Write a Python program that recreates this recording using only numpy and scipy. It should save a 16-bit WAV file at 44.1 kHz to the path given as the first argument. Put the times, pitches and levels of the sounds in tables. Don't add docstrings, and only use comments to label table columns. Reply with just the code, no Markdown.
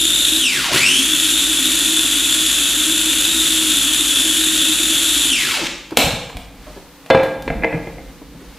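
import sys
import numpy as np
from scipy import signal
from scipy.fft import rfft, irfft, next_fast_len
from scipy.io import wavfile
from scipy.ndimage import map_coordinates

SR = 44100
rng = np.random.default_rng(int(sys.argv[2]) if len(sys.argv) > 2 else 0)


def materialize(psi):
    bounded = np.clip(np.atleast_2d(psi).T, -1, 1)
    quanta = np.round(bounded * 32767).astype(np.int16)
    wavfile.write(sys.argv[1], SR, quanta)


N = 378378


def amp(db):
    return 10 ** (np.asarray(db) / 20)


def unit(x):
    return x / np.sqrt(np.mean(x ** 2) + 1e-20)


def along(points, hz):
    f, v = np.transpose(points)
    return np.interp(np.log(hz + 1), np.log(f + 1), v)


def wobble(rate):
    knots = rng.standard_normal(int(N * rate / SR) + 4)
    return map_coordinates(knots, [np.arange(N) * rate / SR])


def filtered(x, response):
    n = x.shape[-1]
    m = next_fast_len(n + SR // 4)
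    return irfft(rfft(x, m) * response(np.fft.rfftfreq(m, 1 / SR)), m)[..., :n]


def coloured(x, spectrum, size=4096):
    cepstrum = irfft(np.log(amp(along(spectrum, np.fft.rfftfreq(size, 1 / SR)))))
    cepstrum[1:size // 2] *= 2
    cepstrum[size // 2 + 1:] = 0
    kernel = irfft(np.exp(rfft(cepstrum)))
    return signal.fftconvolve(x, kernel / np.linalg.norm(kernel))[:len(x)]


def resonant(x, peaks):
    def response(f):
        return sum(amp(db) * 1j * f * w / (c * c - f * f + 1j * f * w) for c, w, db in peaks)
    return filtered(x, response)


def soften(x, hz):
    return signal.lfilter(*signal.butter(1, np.clip(hz, 50, SR * .45), fs=SR), x)


def add(track, s, sound):
    part = track[round(s * SR):][:len(sound)]
    part += sound[:len(part)]


LOAD_SWAY, LOAD_RATE = .01, 9


def motor(full_speed=292, churn=.018, blade_ratio=.19):
    speed, torque, powered = shaft_motion()
    running = speed > 0
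    pace = np.clip(speed / full_speed, 0, 1)
    whine_db, rattle_db, hum_db = drive_levels(pace, torque)
    tug = churn * pace * wobble(14) + LOAD_SWAY * pace * wobble(LOAD_RATE)
    speed = speed * (1 + pace / 100 + tug)
    blade = 2 * np.pi * blade_ratio * np.cumsum(speed) / SR
    bounce = wobble(260)
    chatter = CHATTER_DB * powered * (wobble(140) + 0.27 * np.sin(blade))
    mesh = mesh_phase(speed, pace, torque)
    whine = gear_whine(mesh, speed, bounce, chatter)
    impacts = unit(rng.standard_normal(N) * amp(bounce + 2.74 * wobble(1500) + 0.55 * chatter))
    rattle = tooth_rattle(impacts, pace)
    hum = housing_hum(speed, mesh, impacts)
    drive = amp(whine_db) * whine + amp(rattle_db) * rattle + amp(hum_db + 0.5) * hum
    return running * drive, running * amp(-39.5) * blade_throb(blade, pace)


# on in seconds, off in seconds,
# top speed in turns a second before the small lift and tugging in motor().
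PRESSES = [(-0.95, .378, 301), (.715, 5.272, 290)]
SPIN_UP_S, BITE_S = .108, .022
FRICTION, DRAG = 560, 1.2


def shaft_motion():
    t = np.arange(N) / SR
    speed, torque, powered = np.zeros((3, N))
    for on, off, top in PRESSES:
        start = np.interp(on, t, speed)
        pull = top - (top - start) * np.exp(-np.clip(t - on, 0, off - on) / SPIN_UP_S)
        coast = (pull + FRICTION / DRAG) * np.exp(-DRAG * np.maximum(t - off, 0)) - FRICTION / DRAG
        speed = np.where(t >= on, np.maximum(coast, 0), speed)
        held = (t >= on) & (t < off)
        bite = 1 - np.exp(-np.abs(t - on) / BITE_S)
        torque = torque + held * (1 - pull / top) * bite
        powered = powered + held
    return speed, torque, powered


# share of full speed,
# gear whine in relative dB, tooth rattle in relative dB, shaft hum in relative dB.
LEVELS_BY_SPEED = [(0, -40, -13.5, -41), (0.102, -28, -19.5, -35.5), (.25, -33.5, -14, -40),
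                   (.46, -29.5, -17, -27.5), (.6, -26.5, -19, -37.5), (.76, -17.5, -26.5, -34.5),
                   (1.001, -22.5, -19.5, -30.5)]
STRAIN_WHINE_DB, STRAIN_RATTLE_DB, STRAIN_HUM_DB = 10.5, 13, 15
EARLY_WHINE_DB, EARLY_RATTLE_DB, EARLY_S = 4.5, -1.5, 0.51
JOLT_DB, JOLT_S = 14.5, 0.012


def drive_levels(pace, torque):
    t = np.arange(N) / SR
    share, whine_db, rattle_db, hum_db = np.transpose(LEVELS_BY_SPEED)
    early = np.exp(-t / EARLY_S)
    rise = np.maximum([t - on for on, off, top in PRESSES], 0) / JOLT_S
    jolt = np.sum(rise * np.exp(1 - rise), axis=0)
    whine = np.interp(pace, share, whine_db) + STRAIN_WHINE_DB * torque + EARLY_WHINE_DB * early
    rattle = np.interp(pace, share, rattle_db) + STRAIN_RATTLE_DB * torque + EARLY_RATTLE_DB * early
    hum = np.interp(pace, share, hum_db) + STRAIN_HUM_DB * torque + JOLT_DB * jolt
    return whine, rattle, hum


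TEETH = 12
FLUTTER, TOP_FLUTTER, STRAIN_FLUTTER = 8, 5.55, 4.69


def mesh_phase(speed, pace, torque):
    flutter = (FLUTTER + TOP_FLUTTER * pace ** 8 + STRAIN_FLUTTER * torque) * wobble(700)
    return 2 * np.pi * TEETH * np.cumsum(speed + flutter) / SR


# multiple of the tooth rate, level in relative dB.
MESH_TONES = [(1, 0), (2, -9.5), (3, -9.5)]
CHATTER_DB = 1.05
GEARBOX_HZ, GEARBOX_OCTAVES, GEARBOX_DB = 3400, 0.28, 9


def gear_whine(mesh, speed, bounce, chatter):
    whine = 0
    for k, db in MESH_TONES:
        octaves = np.log2((k * TEETH * speed + 1) / GEARBOX_HZ)
        lift = (k > 1) * GEARBOX_DB * np.exp(-(octaves / GEARBOX_OCTAVES) ** 2)
        whine = whine + amp(db + 2.0 * wobble(400) + lift) * np.sin(k * mesh)
    return unit(whine * amp(2.2 * bounce + chatter))


# frequency in Hz, relative level in dB per Hz.
GEAR_HISS = [(100, -53), (350, -13.5), (700, -14), (1200, -13.5), (1420, -6.5), (2150, -12), (2600, -3),
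             (3500, 1), (5000, -13.5), (7200, -2.5), (9100, -7.5), (10600, -4), (13000, -15.5),
             (15500, -22)]
# frequency in Hz, relative level in dB per Hz.
LOOSE_TEETH = [(100, -17), (300, -33), (700, -0.5), (1500, 4.5), (2600, 11.5), (4200, 5.5), (7000, 1),
               (10500, -13), (15000, -15)]


def tooth_rattle(impacts, pace):
    tight = pace ** 2.73
    hiss = np.sqrt(tight) * coloured(impacts, GEAR_HISS)
    return hiss + amp(-9) * np.sqrt(1 - tight) * coloured(impacts, LOOSE_TEETH)


# multiple of the shaft rate, level in relative dB.
UNBALANCE = [(1, -2.5), (2, -15), (3, -12), (4, -13.5)]
# frequency in Hz, width in Hz, level in relative dB.
HOUSING_MODES = [(160, 40, -17), (222, 12, -7), (271, 14, 0), (313, 14, 0), (352, 30, -6), (540, 90, -20)]


def housing_hum(speed, mesh, impacts):
    shaft = 2 * np.pi * np.cumsum(speed * (1.03 + .052 * wobble(28))) / SR
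    shake = sum(amp(db) * np.sin(k * shaft) for k, db in UNBALANCE)
    shake = shake + amp(2) * np.sin(mesh) + amp(12.5) * impacts
    return unit(resonant(shake, HOUSING_MODES))


def blade_throb(blade, pace):
    mains = np.sin(2 * np.pi * 50 * np.arange(N) / SR)
    return (np.sin(blade) + amp(-28) * mains) * pace ** 4


# start in seconds,
# level in relative dB, brightness in Hz, scrape length in seconds (time to fall 30 dB).
SNAPS = [(5.908, -28, 4000, 0.017), (5.967, -23, 4930, 0.0089), (5.9712, 3.5, 13000, 0.0061),
         (5.9744, -5, 9000, 0.0094), (5.988, -15, 12000, 0.011), (6.297, -28.5, 2000, 0.034),
         (6.369, -25, 9000, 0.013), (7.061, -32.5, 4000, 0.022), (7.101, -20, 5780, 0.0068),
         (7.232, -31.5, 12120, 0.046), (7.423, -30.5, 15000, 0.012)]
# frequency in Hz, relative level in dB per Hz.
BOWL_COLOUR = [(60, -35), (130, -9), (260, -7), (400, -12.5), (480, -2.5), (730, -1.5), (1000, -9),
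               (1400, -9.5), (1900, -10.5), (2420, -6), (3300, -6.5), (5000, -13.5), (12500, -15),
               (15500, -14)]


def lid_snaps():
    out, t = np.zeros(N), np.arange(SR // 5) / SR
    for s, db, bright_hz, length in SNAPS:
        decay = amp(-60 * t / (2 * length))
        buzz = amp(-23.5 - 60 * t / 0.5)
        scrape = rng.standard_normal(len(t)) * (decay + buzz)
        add(out, s, amp(db - 5.0) * soften(scrape, bright_hz))
    snap = coloured(out, BOWL_COLOUR)
    return snap + resonant(snap, [(1010, 80, -4), (2380, 130, -1)])


# start in seconds, level in relative dB, brightness in Hz,
# rim level in relative dB.
LID_KNOCKS = [(7.102, 0.5, 3990, 2), (7.1075, -1, 3000, -26), (7.122, -17, 1200, -22),
              (7.147, 0, 1510, -39), (7.172, -14, 5000, -10), (7.196, -17, 3500, -3),
              (7.232, -12.5, 3500, -24), (7.249, -17, 2500, -16), (7.478, -12.5, 3500, 4),
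              (7.502, -8, 600, -7), (7.623, -16, 500, 0), (7.635, -7.5, 700, 6.5), (7.645, -6, 700, 3.5),
              (7.726, -13, 550, 3), (7.746, -14, 500, -15), (7.872, -16.5, 380, -12), (7.982, -23, 394, -5)]
# frequency in Hz, level in relative dB, time to fall 60 dB in seconds.
LID_MODES = [(161, -9, .5), (207, -12, .25), (307, -8, .3), (463, -2, .35), (502, -6, .1), (528, -3, .3),
             (657, -2, .2), (681, -4, .2), (813, -4, .2), (1012, -10, .12), (1357, -14, .12),
             (1626, -5, .18), (2347, -1, .2), (2557, -9, .12), (2972, -11, .16), (3521, -9, .18),
             (4161, -14, .13)]
# frequency in Hz, level in relative dB, time to fall 60 dB in seconds.
RIM_MODES = [(1690, -3.5, 0.049), (1850, -13, 0.058), (2025, 5.5, 0.014), (2080, 1, 0.045),
             (2215, -6, 0.018), (2390, -2, 0.035), (2600, -1, 0.017)]
# frequency in Hz, relative level in dB per Hz.
THUD_COLOUR = [(30, -16), (110, -6), (250, -4), (500, 0), (850, -2), (1150, -12), (1600, -10), (2600, -13),
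               (4200, -21), (6000, -33), (14000, -42)]


def lid():
    out, t = np.zeros(N), np.arange(SR // 2) / SR
    for s, db, bright_hz, rim_db in LID_KNOCKS:
        thud = coloured(rng.standard_normal(len(t)) * amp(-60 * t / 0.038), THUD_COLOUR)
        thud = thud / np.linalg.norm(thud)
        body = soften(amp(-15.0) * ringing(LID_MODES, t) + amp(19.0) * thud, bright_hz)
        clack = ringing(RIM_MODES, t) * (1 - np.exp(-t / 0.00025))
        add(out, s, amp(db) * (body + amp(rim_db - 11) * clack))
    return out


def ringing(modes, t):
    out = np.zeros(len(t))
    for hz, db, t60 in modes:
        strength = amp(db + rng.normal(0, 3.3) - 60 * t / t60)
        out += strength * rng.choice([-1, 1]) * np.sin(2 * np.pi * hz * t)
    return out


# start in seconds, level in relative dB, frequency in Hz,
# length in seconds (the peak comes after a seventh of it).
HAND_BUMPS = [(5.918, -22, 316, 0.04), (5.974, -17, 281, 0.073), (6.04, -21, 69.4, 0.045),
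              (6.055, -22, 157, .09), (6.13, -17.5, 124, 0.031), (6.343, -41, 273, 0.039),
              (6.349, -28.5, 56, 0.13), (6.665, -36, 610, 0.081), (6.696, -41, 172, 0.053),
              (6.762, -32.5, 392, 0.062), (7.73, -21, 161, 0.13), (8.215, -33.5, 296, 0.038),
              (8.34, -36.5, 164, 0.071), (8.403, -40.5, 292, 0.11)]


def bumps():
    out, t = np.zeros(N), np.arange(SR // 3) / SR
    for s, db, hz, length in HAND_BUMPS:
        rise = t / (length / 7)
        rub = unit(soften(resonant(rng.standard_normal(len(t)), [(hz, hz, 0)]), 3 * hz))
        tone = np.sin(2 * np.pi * hz * t)
        add(out, s, amp(db) * (tone + .7 * rub) * rise * np.exp(1 - rise))
    return out


# frequency in Hz, relative level in dB per Hz.
AIR_COLOUR = [(53, -37), (90, -17), (165, 2), (183, 2), (200, -53), (276, 8), (424, -39), (463, 5),
              (586, -16), (667, -34), (793, -9), (5880, -26), (15500, -23.5)]


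def room_noise():
    rumble_db, rustle_db = swell_levels()
    air = amp(-47 + 1.06 * wobble(8)) * coloured(rng.standard_normal(N), AIR_COLOUR)
    # frequency in Hz, relative level in dB per Hz
    low = [(20, -12.0), (50, 16), (90, -19.0), (160, -1.5), (300, -3.0), (600, -37), (3000, -51)]
    high = [(500, 6.5), (4000, 2.0), (15000, -14.5)]
    rumble = amp(rumble_db + 3.3 * wobble(7.9)) * coloured(rng.standard_normal(N), low)
    rustle = amp(rustle_db + 0.4 * wobble(13)) * coloured(rng.standard_normal(N), high)
    return air + rumble + rustle


# middle in seconds, half length in seconds, rumble in dB, rustle in dB.
SWELLS = [(6.71, 0.12, -39.5, -43.5), (7.01, 0.12, -60, -49), (7.56, 0.096, -27, -50),
          (7.798, .13, -44, -48), (8.06, 0.3, -39, -48.5), (8.58, 0.16, -45, -45.5)]
RUMBLE_DB, RUSTLE_DB = -48, -57


def swell_levels():
    t = np.arange(N) / SR
    rumble, rustle = amp(RUMBLE_DB) ** 2, amp(RUSTLE_DB) ** 2
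    for s, half, rumble_db, rustle_db in SWELLS:
        swell = np.exp(-((t - s) / half) ** 2)
        rumble = rumble + swell * amp(rumble_db) ** 2
        rustle = rustle + swell * amp(rustle_db) ** 2
    return 10 * np.log10(rumble), 10 * np.log10(rustle)


# frequency in Hz, time to fall 60 dB in seconds.
KITCHEN_DECAY = [(100, 0.63), (300, 0.7), (1000, 0.74), (3000, 0.7), (7000, 0.67), (14000, 0.32)]


def kitchen(x, build=0.015):
    hz, t, z = signal.stft(rng.standard_normal(SR), SR, nperseg=256)
    decay = amp(-60 * t / along(KITCHEN_DECAY, hz)[:, None])
    tail = signal.istft(z * decay * (1 - np.exp(-t / build)), SR, nperseg=256)[1]
    return signal.fftconvolve(x, tail / np.linalg.norm(tail))[:N]


# frequency in Hz, side level in dB.
REVERB_WIDTH = [(50, -12), (250, -20), (550, -15.5), (1200, -31), (3000, -11), (7000, -4), (13000, 1)]
# frequency in Hz, side share as a gain.
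MACHINE_LEAN = [(300, 0.073), (2000, 0), (3500, 0.094), (5500, 0.025), (9000, 0.23), (14000, 0.035)]


def scene():
    machine, throb = motor()
    snap, knocks = lid_snaps(), lid() + bumps()
    floor = room_noise()
    sent = amp(-4) * machine + amp(3.5) * snap + amp(-7.0) * knocks
    direct = amp(0.5) * machine + amp(6.0) * snap + knocks
    mid = direct + kitchen(sent) + throb + floor
    side = filtered(kitchen(amp(-3) * sent + floor + throb), lambda hz: amp(along(REVERB_WIDTH, hz)))
    side += filtered(machine, lambda hz: along(MACHINE_LEAN, hz))
    return np.array([mid + side, mid - side])


TOP_HZ = 15500


def record(dry):
    clipped = dry / (1 + np.abs(dry / .95) ** 6) ** (1 / 6)
    return filtered(clipped, lambda hz: 1 / (1 + (hz / TOP_HZ) ** 120))


dry = scene()
out = record(dry)
materialize(out)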